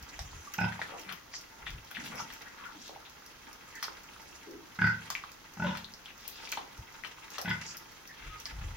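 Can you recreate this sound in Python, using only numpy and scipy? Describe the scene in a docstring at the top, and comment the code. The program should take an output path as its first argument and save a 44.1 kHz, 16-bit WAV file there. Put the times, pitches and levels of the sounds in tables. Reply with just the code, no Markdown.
"""Two young pigs feed at a wet trough in a small concrete pen, close to a hand-held microphone.
Over a steady yard hush, mash grains squelch and spittle crackles; air buffets the microphone now and then.
Sucked-in mash slurps, parting lips smack, films of spittle snap and thin wet whistles squeak in between.
Four short grunts, trains of throat pulses each with a vowel of its own, boom between the walls.
Soft throaty murmurs follow the first, snouts knock on the trough, and the third breaks into a hoarse moan."""
import sys
import numpy as np
from scipy import signal
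from scipy.fft import rfft, irfft, next_fast_len
from scipy.io import wavfile
from scipy.ndimage import map_coordinates

SR = 44100
rng = np.random.default_rng(int(sys.argv[2]) if len(sys.argv) > 2 else 0)


def unload_wav(signal):
    """Save mono or channel-first audio to the path in sys.argv[1] as 16-bit WAV at rate SR, clipped to [-1, 1]."""
    wavfile.write(
        sys.argv[1],
        SR,
        np.round(np.clip(np.atleast_2d(signal).T, -1, 1) * 32767).astype(np.int16),
    )


N = 386316
TIME = np.arange(N) / SR

# how busily the pigs chew, before each layer's own trim: time_s, level_db
CHEWING_LEVELS = [(0.0, -56.5), (0.88, -52.5), (1.39, -60.5), (1.95, -55), (2.1, -47), (2.45, -56.5),
                  (3.07, -58.5), (4.03, -56.5), (4.78, -58.5), (5.08, -50), (5.29, -59), (6.17, -58.5),
                  (6.44, -52.5), (6.8, -57.5), (7.37, -56), (7.54, -53), (7.88, -57.5), (8.42, -55.5)]
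# the low vowel resonance, whose pitch follows the jaw: width_hz, level_db, change_db_per_s
JAW_RESONANCE = (136, 3.8, -27)


def from_db(db):
    """Decibels to an amplitude factor."""
    return 10 ** (np.asarray(db) / 20)


def rms_one(x):
    """Scale a signal to an rms of 1."""
    return x / np.sqrt(np.mean(x ** 2) + 1e-20)


def at_hz(points, hz):
    """Read a spectrum on a log-frequency axis."""
    points = np.array(points)
    return np.interp(np.log(hz + 1e-9), np.log(points[:, 0]), points[:, 1])


def colour(x, spectrum):
    """Give a signal a spectral shape."""
    size = next_fast_len(x.shape[-1])
    gain = from_db(at_hz(spectrum, np.fft.rfftfreq(size, 1 / SR)))
    return irfft(rfft(x, size) * gain, size)[..., :x.shape[-1]]


def resonate(x, hz, width_hz):
    """One resonance with gain 1 on top."""
    r = np.exp(-np.pi * width_hz / SR)
    feed = np.array([1, 0, -1]) * (1 - r * r) / 2
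    feedback = [1, -2 * r * np.cos(2 * np.pi * hz / SR), r * r]
    return signal.lfilter(feed, feedback, x + 1e-18)


def band_of(x, hz, width_hz):
    """A resonance applied twice, for dark valleys on both sides."""
    return resonate(resonate(x, hz, 1.5 * width_hz), hz, 1.5 * width_hz)


def bandpass(x, low_hz, high_hz):
    """Keep what lies between two frequencies."""
    return signal.sosfilt(signal.butter(2, [low_hz, high_hz], "band", fs=SR, output="sos"), x)


def swell(t, middle_s, length_s):
    """A smooth rise and fall."""
    return np.exp(-2 * ((t - middle_s) / length_s) ** 2)


def grains(size, per_s, spread_db):
    """Tiny clicks of uneven strength at random moments."""
    strength = from_db(spread_db * np.minimum(rng.exponential(1, size), 4))
    return (rng.random(size) < per_s / SR) * strength * rng.choice([-1, 1], size)


def slow_noise(size, width_hz):
    """Two unrelated wandering values; spread 1."""
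    lowpass = signal.butter(2, width_hz / 2, fs=SR, output="sos")
    return rms_one(signal.sosfilt(lowpass, rng.standard_normal((2, size))))


def rough_tone(hz, width_hz):
    """Air in one resonance whose centre follows the curve hz; rms about 1."""
    rough = slow_noise(len(hz), width_hz)
    phase = 2 * np.pi * np.cumsum(hz) / SR
    return rough[0] * np.cos(phase) + rough[1] * np.sin(phase)


def panned(x, pan_db):
    """Spread a signal over two channels, the left louder by pan_db."""
    return x * from_db(np.array([[.5], [-.5]]) * pan_db)


def add(out, s, x):
    """Mix x in from time s on."""
    i = max(round(s * SR), 0)
    out[..., i:i + x.shape[-1]] += x[..., :N - i]


def diffuse(pair):
    """Two unrelated signals become a sound field whose left-right likeness depends on frequency."""
    # left against right: pitch_hz, likeness (1 same, 0 unrelated, -1 opposite)
    ear_likeness = [(100, 0.74), (300, 1), (600, -0.28), (1200, 0.5), (2500, 0)]
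    size = next_fast_len(N)
    alike = np.clip(at_hz(ear_likeness, np.fft.rfftfreq(size, 1 / SR)), -1, 1)
    mid, side = rfft(pair, size)
    field = np.sqrt(1 + alike) * mid + np.sqrt(1 - alike) * side * [[1], [-1]]
    return rms_one(irfft(field, size)[:, :N])


def pen(x, build_s):
    """Dense echoes off bare concrete, different at each ear; the treble dies first."""
    # ring of the pen: pitch_hz, t60_s
    ring_times = [(250, 0.53), (900, 0.29), (2000, 0.28), (5500, 0.25), (14000, 0.22)]
    t = TIME[:SR // 2]
    echoes, edges = 0, np.geomspace(250, 16000, 9)
    for low, high in zip(edges, edges[1:]):
        band = bandpass(rng.standard_normal((2, len(t))), low, high)
        echoes = echoes + band * from_db(-60 * t / at_hz(ring_times, np.sqrt(low * high)))
    # the echoes build up gradually, with extra weight on the earliest
    echoes = echoes * (1 - np.exp(-t / build_s)) * (1 + 2.05 * np.exp(-t / 0.0049))
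    return signal.fftconvolve(x, rms_one(echoes) / np.sqrt(len(t)), axes=1)[:, :N]


def faint_events(per_s, scatter_db=5.0):
    """Loosely spaced moments of chewing: rows of (s, level dB, a chance value 0-1)."""
    when, strength, chance = rng.random((100, 3)).T
    s = (np.arange(len(when)) + when) / per_s
    level_db = np.interp(s, *np.transpose(CHEWING_LEVELS)) + scatter_db * (2 * strength - 1)
    return np.column_stack([s, level_db, chance])[s < TIME[-1]]


def pitch_in(range_hz, share):
    """A pitch some share of the way up a range, on a log axis."""
    low, high = range_hz
    return low * (high / low) ** share


def yard(level_db=-55):
    """A steady wide background hush: coloured noise in a diffuse field."""
    # background spectrum: pitch_hz, level_db
    yard_spectrum = [(15, -28), (25, 4), (126, -1), (297, -3), (598, -5), (1080, -2.5), (1750, -4.5),
                     (2560, -10), (4040, -10.5), (6500, -9), (7700, -25.5), (15000, -16)]
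    return from_db(level_db) * diffuse(colour(rng.standard_normal((2, N)), yard_spectrum))


def chewing(mash_db=-3.5, spittle_db=-9.5, direct_db=-5.0, room_db=-2.0,
            restless_db=2.5, patchy_db=4.5, clumps_per_s=70):
    """Mash squelches in fine grains, spittle crackles; as the mouth moves, clumps stand out by pitch."""
    # spectrum of the squelching mash: pitch_hz, level_db
    mash_spectrum = [(200, 1.5), (350, -1), (600, -7.5), (900, 2), (1700, 0), (3200, -3.5), (4500, -20),
                     (8000, -36)]
    # spectrum of the crackling spittle: pitch_hz, level_db
    spittle_spectrum = [(2500, -7), (4000, -2), (5400, 0), (6700, 1), (7800, -11), (10500, -6.5),
                        (15000, -26)]
    mash = rms_one(colour(grains(N, per_s=900, spread_db=4.5), mash_spectrum))
    spittle = rms_one(colour(grains(N, per_s=900, spread_db=4.5), spittle_spectrum))
    busy = from_db(np.interp(TIME, *np.transpose(CHEWING_LEVELS)))
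    food = busy * (from_db(mash_db) * mash + from_db(spittle_db) * spittle)
    moments, edges = np.arange(0, TIME[-1], 1 / clumps_per_s), np.geomspace(200, 16000, 13)
    near, together_db = 0, restless_db * rng.standard_normal(len(moments))
    for low, high in zip(edges, edges[1:]):
        apart_db = patchy_db * np.clip(rng.standard_normal(len(moments)), -2, 2)
        clumps = np.interp(TIME, moments, from_db(together_db + apart_db))
        near = clumps * bandpass(food, low, high) - near  # neighbours alternate in sign
    near = panned(near, 0)
    return from_db(direct_db) * near + from_db(room_db) * pen(near, build_s=0.00032)


def puffs():
    """Moving air makes a lumpy rumble on the microphone."""
    # air on the microphone: middle_s, length_s, level_db
    puff_list = [(0.025, 0.037, -44), (0.224, 0.075, -43.5), (0.37, 0.069, -45), (1.734, 0.11, -44.5),
                 (6.802, 0.021, -41), (8.3, 0.11, -49), (8.655, 0.17, -38.5)]
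    # spectrum of the rumble: pitch_hz, level_db
    buffet_spectrum = [(15, -26), (40, 7.5), (85, -1.5), (160, -9.5), (300, -35), (800, -67)]
    strength = sum(from_db(level_db) * swell(TIME, s, length_s) for s, length_s, level_db in puff_list)
    return strength * rms_one(colour(rng.standard_normal(N), buffet_spectrum))


def slurps(spread_db=5.5, direct_db=-1.0, room_db=1.5, ring_share=0.27):
    """Wet feed is sucked in: a run of tiny squelches, each ringing one of five hollows of the mouth."""
    # slurps before the direct and room trims: middle_s, length_s, level_db, pitch_hz, width_octaves
    slurp_list = [(0.34, 0.46, -62, 6430, 0.24), (0.937, 0.075, -49.5, 580, 2.1),
                  (1.103, 0.035, -47, 1440, 1.2), (1.355, 0.036, -46, 5400, 0.46),
                  (1.68, 0.025, -44.5, 2810, 0.57), (1.956, 0.012, -43, 2640, 0.8),
                  (2.059, 0.032, -47.5, 3000, 1.8), (2.06, 0.015, -47.5, 12600, 0.68),
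                  (2.151, 0.06, -50, 990, 2.1), (2.187, 0.079, -63, 11000, 0.99),
                  (2.198, 0.023, -41.5, 1080, 0.56), (2.199, 0.037, -47, 5600, 0.38),
                  (2.471, 0.042, -54, 1680, 0.42), (2.645, 0.083, -48.5, 1300, 0.76),
                  (2.847, 0.083, -51.5, 4700, 0.94), (3.06, 0.011, -51.5, 2650, 0.94),
                  (6.095, 0.022, -51.5, 2380, 0.98), (6.403, 0.31, -55, 4140, 1.0),
                  (7.345, 0.044, -52.5, 2640, 2.4), (7.677, 0.067, -48, 5700, 0.48),
                  (8.255, 0.13, -56, 2300, 1.13)]
    out, t = np.zeros(N), TIME[:SR // 2 - SR // 16]
    half = t[-1] / 2
    for s, length_s, level_db, hz, octaves in slurp_list:
        hollows_hz = hz * 2 ** (octaves * np.linspace(-.5, .5, 5))
        clicks = [grains(len(t), per_s=340, spread_db=spread_db) for _ in hollows_hz]
        width_hz = ring_share * hz * octaves
        suck = rms_one(sum(band_of(c, f, width_hz) for c, f in zip(clicks, hollows_hz)))
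        add(out, s - half, from_db(level_db) * suck * swell(t, half, length_s))
    near = panned(out, 3.9)
    return from_db(direct_db) * near + from_db(room_db) * pen(near, build_s=0.00039)


def smacks(mouth_q=4.63, tear_s=0.00091, string_db=-6.0, string_s=0.011, wet_db=-17.5,
           ring_room_db=-2.5, room_db=0.0):
    """Parting lips pop and ring the mouth; a film of wet feed tears, its last strings breaking just after."""
    # lip smacks, and one knock on the trough at 2.961 s sounded the same way: time_s, mouth_ring_db, mouth_hz,
    # squelch_db (on the ring, before wet_db), pan_db
    smack_list = [(0.191, -37.5, 736, 3, -1.5), (0.723, -30.5, 1580, -10, 7), (0.793, -30.5, 875, -11, 4),
                  (0.816, -24, 1640, -5.5, 2), (1.092, -34.5, 1380, 1.5, 8), (1.125, -35, 3020, -6, 15),
                  (1.339, -33.5, 1880, -4.5, 5), (1.668, -29, 1870, -5, 5), (1.914, -36, 1510, -5, 5),
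                  (1.949, -33, 2380, -7, 8), (1.969, -26.5, 1730, -12, 4), (2.194, -39, 1100, 4, 2),
                  (2.303, -42.5, 1340, 6.5, 3), (2.961, -37.5, 815, -28, 0), (3.827, -23, 4970, -3, 4.5),
                  (3.842, -21, 4750, -15, -2), (3.882, -31.5, 1320, -14, -1), (5.103, -29, 1140, -2, 5),
                  (5.152, -20.5, 2250, -27, 2.5), (5.238, -30.5, 1160, -9, -1),
                  (5.752, -33.5, 1310, -2.5, 9), (5.772, -37.5, 1700, 5, 2), (5.845, -29, 3840, -28, 6),
                  (5.938, -30.5, 5170, -33, 4), (6.059, -34, 3200, -9, 3), (6.474, -34, 2350, -20, 6),
                  (6.524, -23, 2350, -5, 2), (6.573, -28, 930, -4.5, 5), (7.037, -31.5, 1970, -15, 13),
                  (7.048, -30.5, 2900, -1, 5), (7.382, -33, 1030, 3, 9.5), (8.456, -22.5, 4960, -13.5, 3.5)]
    (pops, wet), t = np.zeros((2, 2, N)), TIME[:SR // 20]
    # faint smacks fall at random between the listed ones, as strong as the chewing
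    faint = [(s, db + 11.5, pitch_in((892, 5300), u), -7.5, 0) for s, db, u in faint_events(per_s=5.0)]
    for s, ring_db, hz, squelch_db, pan_db in list(smack_list) + faint:
        mouth = band_of(signal.unit_impulse(len(t)), hz, hz / mouth_q)
        add(pops, s, panned(from_db(ring_db) * mouth / np.abs(mouth).max(), pan_db))
        fade = np.exp(-t / tear_s) + from_db(string_db) * np.exp(-t / string_s)
        tear = grains(len(t), per_s=12000, spread_db=2.0) * fade
        squelch = rms_one(band_of(tear, 1070, 1430) + band_of(tear, 2880, 1120) * 0.39)
        add(wet, s, panned(from_db(ring_db + squelch_db + wet_db) * squelch, pan_db))
    return pops + wet + pen(from_db(ring_room_db) * pops + from_db(room_db) * wet, build_s=0.0027)


def snaps(spit_s=0.00051, low_db=-5.5, high_db=-20.0, low_pan_db=1.0, high_pan_db=10.5,
          low_room_db=0.0, high_room_db=-1.5):
    """A film of spittle bursts: a short crack with a sparkle above it."""
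    # films of spittle snap, before the low and high trims: time_s, sparkle_db, crack_db
    snap_list = [(0.1917, -48, -45.5), (0.5373, -36, -47.5), (0.5812, -57, -51), (1.124, -38, -53),
                 (1.9114, -41, -58), (2.3358, -43, -55), (3.8288, -33.5, -41.5), (5.1021, -33.5, -39.5),
                 (5.772, -43, -57), (6.278, -30, -51.5), (6.518, -34, -41.5), (7.3833, -38.5, -44),
                 (7.4146, -34.5, -44.5), (7.7692, -36.5, -50)]
    cracks, sparkles, t = np.zeros(N), np.zeros(N), TIME[:SR // 20]
    # faint snaps fall at random between the listed ones, as strong as the chewing
    faint = [(s, db + 8, db) for s, db, _ in faint_events(per_s=5.0)]
    for s, sparkle_db, crack_db in list(snap_list) + faint:
        spit = grains(len(t), per_s=15000, spread_db=4.5) * t * np.exp(-t / spit_s)
        add(cracks, s, from_db(crack_db + low_db) * rms_one(band_of(spit, 5530, 1300)))
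        add(sparkles, s, from_db(sparkle_db + high_db) * rms_one(band_of(spit, 16300, 7500)))
    cracks, sparkles = panned(cracks, low_pan_db), panned(sparkles, high_pan_db)
    to_room = from_db(low_room_db) * cracks + from_db(high_room_db) * sparkles
    return cracks + sparkles + pen(to_room, build_s=0.0024)


def squeaks(waver_hz=350, tremble_db=-1.0, room_db=-3.0):
    """Air squeezed through wet lips or nostrils gives a short, thin, wavering whistle."""
    # wet squeaks: start_s, length_s, level_db, start_hz, end_hz, waver_depth_hz
    squeak_list = [(0.471, 0.013, -43.5, 1220, 1180, 27), (3.738, 0.065, -45.5, 1895, 1765, 155),
                   (8.089, 0.041, -49.5, 1835, 1780, 130), (8.278, 0.067, -62, 2750, 2820, 90),
                   (8.293, 0.092, -50.5, 1278, 1232, 9), (8.464, 0.052, -51.5, 1680, 1713, 46)]
    out = np.zeros(N)
    for s, length_s, level_db, start_hz, end_hz, depth_hz in squeak_list:
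        u = np.linspace(0, 1, int(length_s * SR))
        waver, tremble = slow_noise(len(u), waver_hz)
        pitch_hz = start_hz + (end_hz - start_hz) * u + depth_hz * waver
        whistle = np.sin(2 * np.pi * np.cumsum(pitch_hz) / SR)
        add(out, s, from_db(level_db + tremble_db * tremble) * whistle * 2 * np.sqrt(u * (1 - u)))
    return out + from_db(room_db) * pen(panned(out, 0), build_s=0.0023)


def flap(t, late_s, jaw_hz, vowel, flutter=0.25, open_s=0.0017, sag=0.245, glide_s=0.0026,
         wobble=0.025, click_db=-16.0):
    """One throat opening: a click and the low resonances, then a wet slap that rings the upper ones."""
    # throat and snout resonances: pitch_hz, width_hz, level_db, change_db_per_s
    throat = [(365, 84, -21.5, 3), (1532, 106, 3, -16), (2100, 130, 2.5, 18), (2650, 246, 1.5, -66),
              (3350, 420, -10.5, 0)]
    scale, _, _, low_db, bright_db, edge_db, upper_db, slap_s = vowel
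    burst = flutter * rng.standard_normal(len(t)) * t / open_s * np.exp(1 - t / open_s)
    burst[0] += 1
    slap = np.pad(burst, (round(abs(slap_s) * SR), 0))[:len(t)]
    drives = zip([burst, burst, slap, slap, slap, slap], [0, low_db, 0, bright_db, edge_db, upper_db])
    resonances = [(scale * hz, *rest) for hz, *rest in throat]
    resonances.insert(1, (jaw_hz, *JAW_RESONANCE))
    ring = from_db(click_db) * band_of(burst, 1710, 870)
    for (hz, width_hz, db, db_per_s), (drive, vowel_db) in zip(resonances, drives):
        # late_s counts from the height of the grunt
        ring = ring + from_db(db + vowel_db + db_per_s * late_s) * band_of(drive, hz, width_hz)
    # the resonances start low and slide up as the passage opens, never twice to quite the same shape
    shape = 1 + wobble * (2 * rng.random() - 1)
    read_at = SR * shape * (t - sag * glide_s * (1 - np.exp(-t / glide_s)))
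    return map_coordinates(ring, [read_at], order=3)


def grunts(voice_db=23.0, chest_db=39.5, boom_db=7.0, room_db=0.0, ear_lag_s=0.0002,
           rasp_flutter=0.35, jaw_db=0.5, jaw_widest_s=0.1, jaw_swing_s=0.08):
    """The throat flaps some forty times a second; each flap thumps chest and snout, and air rasps after."""
    # efforts: start_s, loudest_after_s, rise_s, fade_s, effort_db, snout_over_chest_db_per_s, rasp_db, pan_db
    grunt_list = [(0.582, 0.055, 0.079, 0.024, -22.5, -150, -24, -3),
                  (4.788, 0.06, 0.075, 0.038, -12.5, -12, -39, -1),
                  (5.57, 0.059, 0.066, 0.12, -22.5, -33, -19.5, 1),
                  (7.447, 0.049, 0.075, 0.016, -18.5, 74, -21, 2)]
    # the mouth in each grunt: resonance_scale, jaw_shut_hz, jaw_open_hz, low_vowel_db, bright_vowel_db,
    # edge_db, upper_edge_db, slap_after_opening_s
    vowels = [(1.005, 890, 950, -2.5, -11, -8.5, -37, 0.00203),
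              (1.021, 980, 910, -14.5, -7.5, -24.5, -39, 0.00057),
              (0.97, 820, 1020, -5, -13, -22, -30, 0.00101), (0.99, 900, 1100, -11, -3.5, -19, -5, 0.0062)]
    # the chest in each grunt: start_hz, glide_octaves_per_s, level_db
    chests = [(159, -5.5, -1), (162, -7.5, -9.5), (162, -0.5, -5), (180, -7.5, -10)]
    # the nostrils hiss in each grunt: middle_after_start_s, length_s, level_db, pitch_hz, width_hz
    nostrils = [(0.04, 0.031, -52, 5150, 400), (0.069, 0.065, -52, 4780, 740),
                (0.099, 0.21, -60, 5800, 1600), (0.055, 0.017, -51, 4950, 370)]
    # how fast the throat flaps in each grunt: pulses_per_s, quickening_per_s2
    flap_rates = [(35.2, 0), (37.2, 0), (38.2, 80), (37, 0)]
    # air rasping through the snout: pitch_hz, width_hz, level_db
    snout = [(1443, 94, 0), (2010, 550, -4), (3120, 1000, 2), (5330, 800, -25)]
    # the nearest walls: delay_s, level_db
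    walls = [(.0054, -5), (0.0106, -0.5), (0.0169, -2)]
    # standing waves between the walls, before boom_db: pitch_hz, level_db, t60_s
    pen_modes = [(81.6, 9, 0.68), (111.3, 5.5, 0.41), (156, 7.5, 0.56), (182, 4.5, 0.51),
                 (219.5, 3.5, 0.56)]
    voice, chest, t = np.zeros((2, N)), np.zeros(N), TIME[:SR // 4]
    for grunt, vowel, body, nostril, pace in zip(grunt_list, vowels, chests, nostrils, flap_rates):
        s, top_s, rise_s, fade_s, effort_db, brightening, air_db, pan_db = grunt
        chest_hz, glide, depth_db = body
        rate, quickening = pace
        envelope = np.where(t < top_s, swell(t, top_s, rise_s), swell(t, top_s, fade_s))
        effort = from_db(effort_db) * envelope
        _, shut_hz, open_hz, *_ = vowel
        jaw_hz = shut_hz + (open_hz - shut_hz) * swell(t, jaw_widest_s, jaw_swing_s)
        cycles = rate * t + quickening * t * t / 2
        for i in np.flatnonzero(np.diff(np.floor(cycles), prepend=-1)):
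            # no two flaps agree: timing in s, strength in dB, chest pitch in octaves
            slip_s, uneven_db, detune = rng.normal(0, [.0005, .8, .08])
            late_s, when = t[i] - top_s, s + t[i] + slip_s
            pulse = effort[i] * flap(t[:SR // 20], late_s, jaw_hz[i], vowel)
            add(voice, when, panned(from_db(voice_db + brightening * late_s + uneven_db) * pulse, pan_db))
            thump_hz = chest_hz * 2 ** (glide * t[i] + detune)
            thump = resonate(signal.unit_impulse(SR // 10), thump_hz, thump_hz / 2)
            add(chest, when, from_db(chest_db + depth_db) * effort[i] * thump)
        # the rasp swells as the voice gives out; its lowest resonance bends with the jaw
        rasp_s = top_s + 0.43 * fade_s
        rasp = sum(from_db(db) * rough_tone(np.full(len(t), f), w) for f, w, db in snout)
        rasp = rms_one(rasp + from_db(jaw_db) * rough_tone(jaw_hz, JAW_RESONANCE[0]))
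        air = from_db(effort_db + air_db) * rasp * swell(t, rasp_s, 0.43 * fade_s)
        hiss_s, hiss_length_s, hiss_db, hiss_hz, hiss_width_hz = nostril
        hiss = rough_tone(np.full(len(t), hiss_hz), hiss_width_hz)
        air = air + from_db(hiss_db) * hiss * swell(t, hiss_s, hiss_length_s)
        add(voice, s, panned(air * (1 + rasp_flutter * np.cos(2 * np.pi * cycles - 1)), pan_db))
    chest = bandpass(chest + 1e-18, 55, 290)
    # the thump comes back off the walls, to one ear first, and builds up standing waves
    arrival = TIME + np.array([[1], [-1]]) * ear_lag_s
    slap = sum(from_db(db) * np.interp(arrival - delay_s, TIME, chest) for delay_s, db in walls)
    boom = sum(from_db(db) * resonate(chest, hz, np.log(1000) / np.pi / t60) for hz, db, t60 in pen_modes)
    return voice + from_db(room_db) * pen(voice, build_s=0.0085) + chest + slap + from_db(boom_db) * boom


def murmurs(room_db=-7.0):
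    """Rough closed-mouth sounds: one low resonance that sinks a little."""
    # soft throaty sounds: start_s, length_s, level_db, start_hz, end_hz, width_hz
    murmur_list = [(1.061, 0.11, -51.5, 182, 179, 49.4), (1.966, 0.35, -49, 206.8, 173.3, 124),
                   (2.755, 0.066, -53, 266, 244, 70), (4.469, 0.18, -47.5, 375, 325, 133)]
    out = np.zeros(N)
    for s, length_s, level_db, start_hz, end_hz, width_hz in murmur_list:
        u = np.linspace(0, 1, int(length_s * SR))
        throb = rough_tone(start_hz + (end_hz - start_hz) * u, width_hz)
        add(out, s, from_db(level_db) * throb * np.sqrt(1 - u))
    return out + from_db(room_db) * pen(panned(out, 0), build_s=0.001)


def knocks(contact_s=0.0013, knock_db=-11.5, room_db=0.0):
    """A wet snout bumps the concrete trough with a dull, short thud."""
    # a snout knocks on the trough, before knock_db: time_s, level_db
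    knock_list = [(2.894, -43.5), (3.882, -42.5), (6.576, -37), (7.389, -38)]
    out, t = np.zeros(N), TIME[:SR // 20]
    for s, level_db in knock_list:
        contact = grains(len(t), per_s=11000, spread_db=2.5) * np.exp(-t / contact_s)
        thud = rms_one(resonate(resonate(contact, 280, 250), 870, 380))
        add(out, s, from_db(level_db + knock_db) * thud)
    return out + from_db(room_db) * pen(panned(out, 0), build_s=0.012)


def moan(width_hz=30, room_db=-3.0):
    """The long grunt breaks into a hoarse tone, a narrow noise band that sinks and lifts again."""
    # the hoarse tone in the long grunt: time_s, pitch_hz, level_db
    moan_curve = [(5.632, 630, -54), (5.641, 610, -38), (5.68, 506, -50), (5.74, 595, -54)]
    s, hz, level_db = np.transpose(moan_curve)
    t, out = np.arange(s[0], s[-1], 1 / SR), np.zeros(N)
    tone = rough_tone(np.interp(t, s, hz), width_hz)
    add(out, s[0], from_db(np.interp(t, s, level_db)) * tone)
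    return out + from_db(room_db) * pen(panned(out, 0), build_s=0.003)


def scene():
    """Mix the pigs, the air and the yard."""
    feeding = chewing() + slurps() + smacks() + snaps() + knocks()
    voices = squeaks() + grunts() + murmurs() + moan()
    return yard() + puffs() + feeding + voices


def record(dry, cutoff_hz=15800):
    """The two microphone ports differ in colour; the top is cut."""
    # left against right port: pitch_hz, difference_db
    port_lean = [(200, 1.5), (500, -1.5), (1200, -2.5), (2500, 1.5), (4800, -2), (7000, -9.5), (9500, 2),
                 (13000, 8)]
    lean = np.array(port_lean)
    gains = from_db(np.outer([.5, -.5], lean[:, 1]))
    gains_db = 20 * np.log10(gains / np.sqrt(np.mean(gains ** 2, axis=0)))
    heard = np.array([colour(x, np.column_stack([lean[:, 0], db])) for x, db in zip(dry, gains_db)])
    heard[0] = np.roll(heard[0], 2)  # the sound reaches the left port two samples later
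    return signal.sosfilt(signal.ellip(10, .2, 80, cutoff_hz, fs=SR, output="sos"), heard)


dry = scene()
out = record(dry)
unload_wav(out)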